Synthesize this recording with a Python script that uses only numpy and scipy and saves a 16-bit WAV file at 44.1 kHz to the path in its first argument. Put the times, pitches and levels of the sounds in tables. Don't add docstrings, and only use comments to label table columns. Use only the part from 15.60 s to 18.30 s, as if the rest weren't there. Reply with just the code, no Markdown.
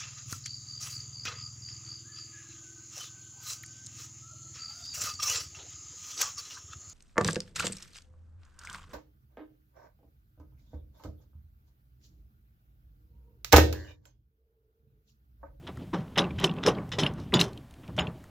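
import sys
import numpy as np
from scipy import signal
from scipy.fft import rfft, irfft
from scipy.io import wavfile
from scipy.ndimage import uniform_filter1d

SR = 44100
rng = np.random.default_rng(int(sys.argv[2]) if len(sys.argv) > 2 else 0)


def generate_wav(sig):
    pcm = np.round(np.clip(np.atleast_2d(sig).T, -1, 1) * 32767).astype(np.int16)
    wavfile.write(sys.argv[1], SR, pcm)


N = 119070

# pitch_hz, relative_db [dB per Hz]
HUSH_SPECTRUM = [(30, -2.5), (98, 4.5), (426, -22), (584, -11.5), (3580, -28.5), (5590, -32.5),
                 (16000, -37)]
# pitch_hz, relative_db [dB per Hz]
RUMBLE_SPECTRUM = [(20, -52), (64, -3.5), (124, -2.5), (157, -3.5), (260, -11), (340, -23.5), (570, -120)]
# pitch_hz, relative_db [dB per Hz]
RUB_SPECTRUM = [(150, -31), (250, 13), (1700, -24), (3010, -14.5), (9000, -46.5), (11700, -82),
                (19800, -120)]
# time_s, rumble_db, rubbing_db
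HANDLING_LEVELS = [(0, -54, -61), (.22, -39, -47.5), (.31, -47.5, -63), (0.519, -47.5, -51.5),
                   (.75, -35, -45.5), (.95, -47.5, -49.5), (1.1, -36, -33), (1.28, -43, -61),
                   (1.47, -36, -51), (1.65, -40.5, -51.5), (2.0, -46.5, -54), (2.08, -59, -64.5),
                   (2.2, -55.5, -54.5), (2.42, -35.5, -54.5), (2.7, -60.5, -61.5)]
# start_s, hold_s, level_db, fade_t60_s, treble_slope_db [per octave above 3 kHz],
# ring_db [relative to the slips]
SCRAPE_EVENTS = [(0.067, 0.01, -43, 0.092, -12.5, -14), (0.331, 0.0091, -47, 0.27, -4, -11.5),
                 (0.557, 0.01, -41, 0.035, -16, -6), (0.576, 0.0094, -26.5, 0.1, -4.5, -6),
                 (0.783, 0.054, -43, 0.087, -5.5, -11), (0.839, 0.0055, -28, 0.078, 3.5, -10),
                 (1.030, 0.0048, -38.5, 0.15, -7, -5), (1.060, 0.016, -29.5, 0.096, 2, -9),
                 (1.317, 0.0067, -38.5, 0.13, -2.5, -3), (1.385, 0.013, -33, 0.1, 2, -2),
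                 (1.419, 0.056, -39.5, 0.12, -16, -20), (1.577, 0.062, -61.5, .08, 1.5, -17),
                 (1.736, 0.024, -33, 0.15, -5.5, -11), (1.796, 0.012, -31.5, 0.16, 5, -8),
                 (2.233, 0.0054, -56, 0.12, -20, -28), (2.364, 0.01, -51.5, 0.057, 5.5, -24),
                 (2.379, .02, -34, 0.13, -23, -16.5)]
# pitch_hz, relative_db [dB per Hz]
STEEL_SPECTRUM = [(710, -6), (1200, -0.5), (2450, -3), (3470, -1.5), (4550, -12), (5350, -4.5), (8910, -22),
                  (10900, -25.5), (16000, -39)]
# pitch_hz, relative_db, free_t60_s
SHANK_MODES = [(1962, -1.5, 0.041), (2655, -23, 0.029), (2927, 1.5, 0.037), (3135, -0.5, 0.18),
               (3516, 4.5, 0.056), (3862, 6.5, 0.029), (4244, 2, .09), (4850, -3, 0.076), (5220, 3, 0.063),
               (5907, 2.5, 0.017), (6843, -2, 0.071), (7690, -4.5, 0.048), (9450, -8, .07),
               (10600, -10, 0.075)]
# start_s, level_db [relative], tube_pitch_hz, tick_db [relative to the click]
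CLICK_EVENTS = [(0.074,-35,3270,-12),(.172,-38,1340,-9),(0.57,-29,1940,-19),
                (0.577,-20,2830,-4.5),(.591,-10,3420,-19),(0.619,-27,2840,-36),(.642,-30,2720,-42),(0.65,-34,2620,-25),
                (.707,-34,2390,-24),(0.792,-27,3070,-34),(0.799,-36.5,3680,6.5),(.821,-32,2020,-20),(0.843,-7.5,3020,-15.5),
                (0.876,-28,2720,-38),(0.895,-27,2800,-43),(0.912,-36,3220,-33),(0.938,-44,2600,-2),(0.966,-42,2620,-18),
                (.985,-34,2660,-22),(1.062,-37,3750,-23),(1.085,-17,2870,-35),
                (1.15,-38.5,3250,-42),(1.184,-34,2200,-36),(1.291,-53,2100,8),(1.388,-21.5,2290,-33),
                (1.395,-20,3390,-46),(1.434,-16,3040,-15.5),(1.464,-13,2870,-21),(1.537,-55.5,3700,12.5),(1.600,-45.5,4300,-1),(1.723,-28,1970,-24),
                (1.74,-7,3445,-12.5),(1.744,-15,3680,-17),(1.770,-21,2930,-35),(1.792,-17,2890,-37),(1.793,-18,3840,-27),(1.812,-8.5,3920,-4.5),(1.813,-13.5,2780,-30),
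                (1.931,-46.5,3570,1.5),(1.975,-38.5,3150,-7.5),(2.109,-52.5,2940,6),(2.139,-49,2720,3),(2.278,-43,2670,-6),
                (2.388,-14,3050,-28),(2.394,-16,2910,-16),(2.47,-28.5,2740,-51),(2.640,-45.5,1456,0)]
# full_level_s, level_db [relative], knock_pitch_hz, fade_t60_s
THUD_EVENTS = [(0.081, -31.5, 235, 0.14), (0.197, -39.5, 196, 0.057), (0.334, -18.5, 309, 0.1),
               (0.355, -28.5, 165, 0.48), (0.573, -16.5, 409.4, 0.19), (0.599, -17.5, 421, 0.3),
               (0.802, -29, 234, 0.57), (0.835, -17.5, 352, 0.16), (0.884, -28, 152, 0.59),
               (0.975, -30, 247, 0.22), (1.054, -19, 420.4, 0.39), (1.074, -12.5, 483, 0.11),
               (1.168, -27, 175, 0.38), (1.322, -37.5, 497, 1), (1.384, -22.5, 406, 0.41),
               (1.423, -19.5, 234.6, 0.3), (1.577, -33, 331, 0.16), (1.731, -16.5, 375.7, 0.26),
               (1.753, -17.5, 159, 0.29), (1.806, -21.5, 302, 0.31), (2.286, -34.5, 125, 0.09),
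               (2.381, -21, 617, 0.33), (2.478, -31.5, 163.5, 0.12)]
# pitch_hz, nominal_width_hz, relative_db
FRAME_MODES = [(165, 44.3, 2.5), (297.4, 26, -14), (369, 81, -1.5), (428, 130, 0), (490, 175, 0.5),
               (632.3, 90, -8), (731, 165, -5.5), (1025, 55, -16), (1128, 32, -8.5), (1290, 1000, -9.5),
               (1496, 10, -17.5)]
# start_s, pitch_hz [the nearest shank mode sounds], level_db [before waver]
CLINK_EVENTS = [(0.575,5225,-29.5),(0.591,10640,-54.5),(1.07,5225,-34.5),
                (1.073,10640,-48.5),(1.400,10640,-54.5),(1.428,10640,-55),(1.456,10640,-60),
                (1.465,5225,-48.5),(1.741,4950,-32.5),(1.742,6852,-35),(1.785,10640,-52.5),(1.806,5225,-43),
                (2.396,6852,-46.5),(2.398,5225,-48),(2.432,3450,-59.5)]

MODE_SPREAD_DB = 3.5
RING_RISE_S = 0.0023


def amp(db):
    return 10 ** (np.asarray(db) / 20)


def evened(x):
    return x / np.sqrt(np.mean(x ** 2) + 1e-20)


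def read(points, hz):
    f, value = np.transpose(points)
    return np.interp(np.log(hz + 1), np.log(f + 1), value)


def add(mix, start_s, sound):
    part = mix[round(start_s * SR):][:len(sound)]
    part += sound[:len(part)]


def resonate(x, hz, width_hz):
    return signal.lfilter(*signal.iirpeak(hz, hz / width_hz, SR), x)


def coloured(x, points, slope_db=0):
    hz = np.fft.rfftfreq(len(x), 1 / SR)
    db = read(points, hz) + slope_db * np.log2(np.maximum(hz / 3000, 1))
    return evened(irfft(rfft(x) * amp(db), len(x)))


def shape(t, rise_s, hold_s, t60_s):
    rise = np.sin(np.pi / 2 * np.minimum(t / rise_s, 1)) ** 2
    fade = amp(-60 * np.maximum(t - hold_s, 0) / max(t60_s, .004))
    return rise * fade


def grit(per_s, spread_db, size):
    chance, size_luck, sign_luck = rng.random((3, size))
    strength = amp(-spread_db * np.log(size_luck + 0.00049))
    return (chance < per_s / SR) * strength * np.sign(sign_luck - .5)


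def wander(span, size):
    once = uniform_filter1d(rng.standard_normal(size), int(span))
    return evened(uniform_filter1d(once, int(span)))


def hush():
    level_db = -54 + 0.61 * wander(4000, size=N)
    return amp(level_db) * coloured(rng.standard_normal(N), HUSH_SPECTRUM)


def rumble():
    time_s, rumble_db, _ = np.transpose(HANDLING_LEVELS)
    low = coloured(rng.standard_normal(N), RUMBLE_SPECTRUM)
    return low * amp(np.interp(np.arange(N) / SR, time_s, rumble_db))


def rubbing():
    time_s, _, rubbing_db = np.transpose(HANDLING_LEVELS)
    slips = grit(per_s=3200, spread_db=1.5, size=N) * amp(3.5 * wander(700, size=N))
    return coloured(slips, RUB_SPECTRUM) * amp(np.interp(np.arange(N) / SR, time_s, rubbing_db))


def scrapes():
    out, t = np.zeros(N), np.arange(0, .3, 1 / SR)
    for start_s, hold_s, level_db, t60_s, slope_db, ring_db in SCRAPE_EVENTS:
        slips = grit(per_s=3000, spread_db=2.5, size=len(t)) * amp(2.1 * wander(70, size=len(t)))
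        slips = coloured(slips, STEEL_SPECTRUM, slope_db) * shape(t, 0.0019, hold_s, t60_s)
        mix_db = MODE_SPREAD_DB * rng.standard_normal(len(SHANK_MODES))
        ring = np.zeros(len(t))
        for (hz, mode_db, mode_t60_s), luck_db in zip(SHANK_MODES, mix_db):
            mode = resonate(slips, hz, 3.17 / mode_t60_s) * np.sqrt(mode_t60_s / 0.0059)
            ring += amp(mode_db + luck_db) * mode
        add(out, start_s, amp(level_db) * (slips + amp(ring_db) * ring))
    return out


def clicks():
    out, t = np.zeros(N), np.arange(0, .12, 1 / SR)
    tick_band = signal.butter(1, [5000, 8500], "band", fs=SR)
    hz, mode_db, mode_t60_s = np.transpose(SHANK_MODES)[:, :, None]
    for start_s, level_db, tube_hz, tick_db in CLICK_EVENTS:
        rough_noise, tick_noise = rng.standard_normal((2, len(t)))
        level_luck, phase_luck = rng.standard_normal((2, len(hz), 1))
        modes = amp(MODE_SPREAD_DB * level_luck) * np.sin(2 * np.pi * hz * t + 2 * phase_luck)

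        near_db = -7.5 - 110 * np.log2(hz / tube_hz) ** 2
        pitched = np.sin(2 * np.pi * tube_hz * t) + (amp(near_db) * modes).sum(axis=0)
        rough_band = signal.butter(3, [tube_hz / 1.34, tube_hz * 1.34], "band", fs=SR)
        rough = evened(signal.lfilter(*rough_band, rough_noise))
        firm = np.clip((level_db + 47) / 20, 0, 1)
        burst = (firm * pitched + 0.27 * rough) * shape(t, 0.00056, 0.0017, t60_s=0.02)

        ring = (amp(-40 + mode_db - 60 * t / mode_t60_s) * modes).sum(axis=0)
        ring *= np.minimum(t / RING_RISE_S, 1)
        tick = signal.lfilter(*tick_band, tick_noise) * shape(t, .0004, 0.0021, t60_s=0.0094)
        click = 0.066 * evened(burst) + ring + amp(tick_db) / 2 * tick
        add(out, start_s, amp(level_db) * click)
    return out


def thuds():
    out, t = np.zeros(N), np.arange(0, .5, 1 / SR)
    rise_s, hold_s = 0.004036, 0.018
    for full_level_s, level_db, knock_hz, t60_s in THUD_EVENTS:
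        shake = rng.standard_normal(len(t))
        body = np.zeros(len(t))
        for k, (hz, width_hz, mode_db) in enumerate(FRAME_MODES):
            pass_hz = 1.48 * width_hz
            mode = resonate(resonate(shake, hz, pass_hz), hz, pass_hz) / np.sqrt(width_hz)
            reach_db = -1.5 * abs(np.log2(hz / knock_hz))
            body += (-1) ** k * amp(mode_db + reach_db) * mode
        rough_knock = evened(resonate(resonate(shake, knock_hz, 100), knock_hz, 100))
        pure_knock = np.sin(2 * np.pi * knock_hz * t) * amp(-200 * t)
        knock = 2 * amp(-7.5) * (0.65 * rough_knock + pure_knock)
        thud = shape(t, rise_s, hold_s, t60_s) * (evened(body) + knock)
        add(out, full_level_s - rise_s, 0.4 * amp(level_db) * thud)
    return out


def clinks():
    out, t = np.zeros(N), np.arange(0, .15, 1 / SR)
    for start_s, pitch_hz, level_db in CLINK_EVENTS:
        hz, _, t60_s = min(SHANK_MODES, key=lambda mode: abs(mode[0] - pitch_hz))
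        waver = wander(150, size=len(t))
        tone = np.sin(2 * np.pi * hz * t + 0.69 * waver)
        fade = shape(t, RING_RISE_S, hold_s=0.22 * t60_s, t60_s=0.71 * t60_s)
        add(out, start_s, amp(level_db + 2 * waver) * fade * tone)
    return out


def scene():
    mono = hush() + rumble() + rubbing() + scrapes() + clicks() + thuds() + clinks()
    return np.array([mono, mono])


def record(dry):
    lowpass = signal.firwin(511, 16300, window=("kaiser", 9), fs=SR)
    return signal.oaconvolve(dry, lowpass[None], "same")


dry = scene()
out = record(dry)
generate_wav(out)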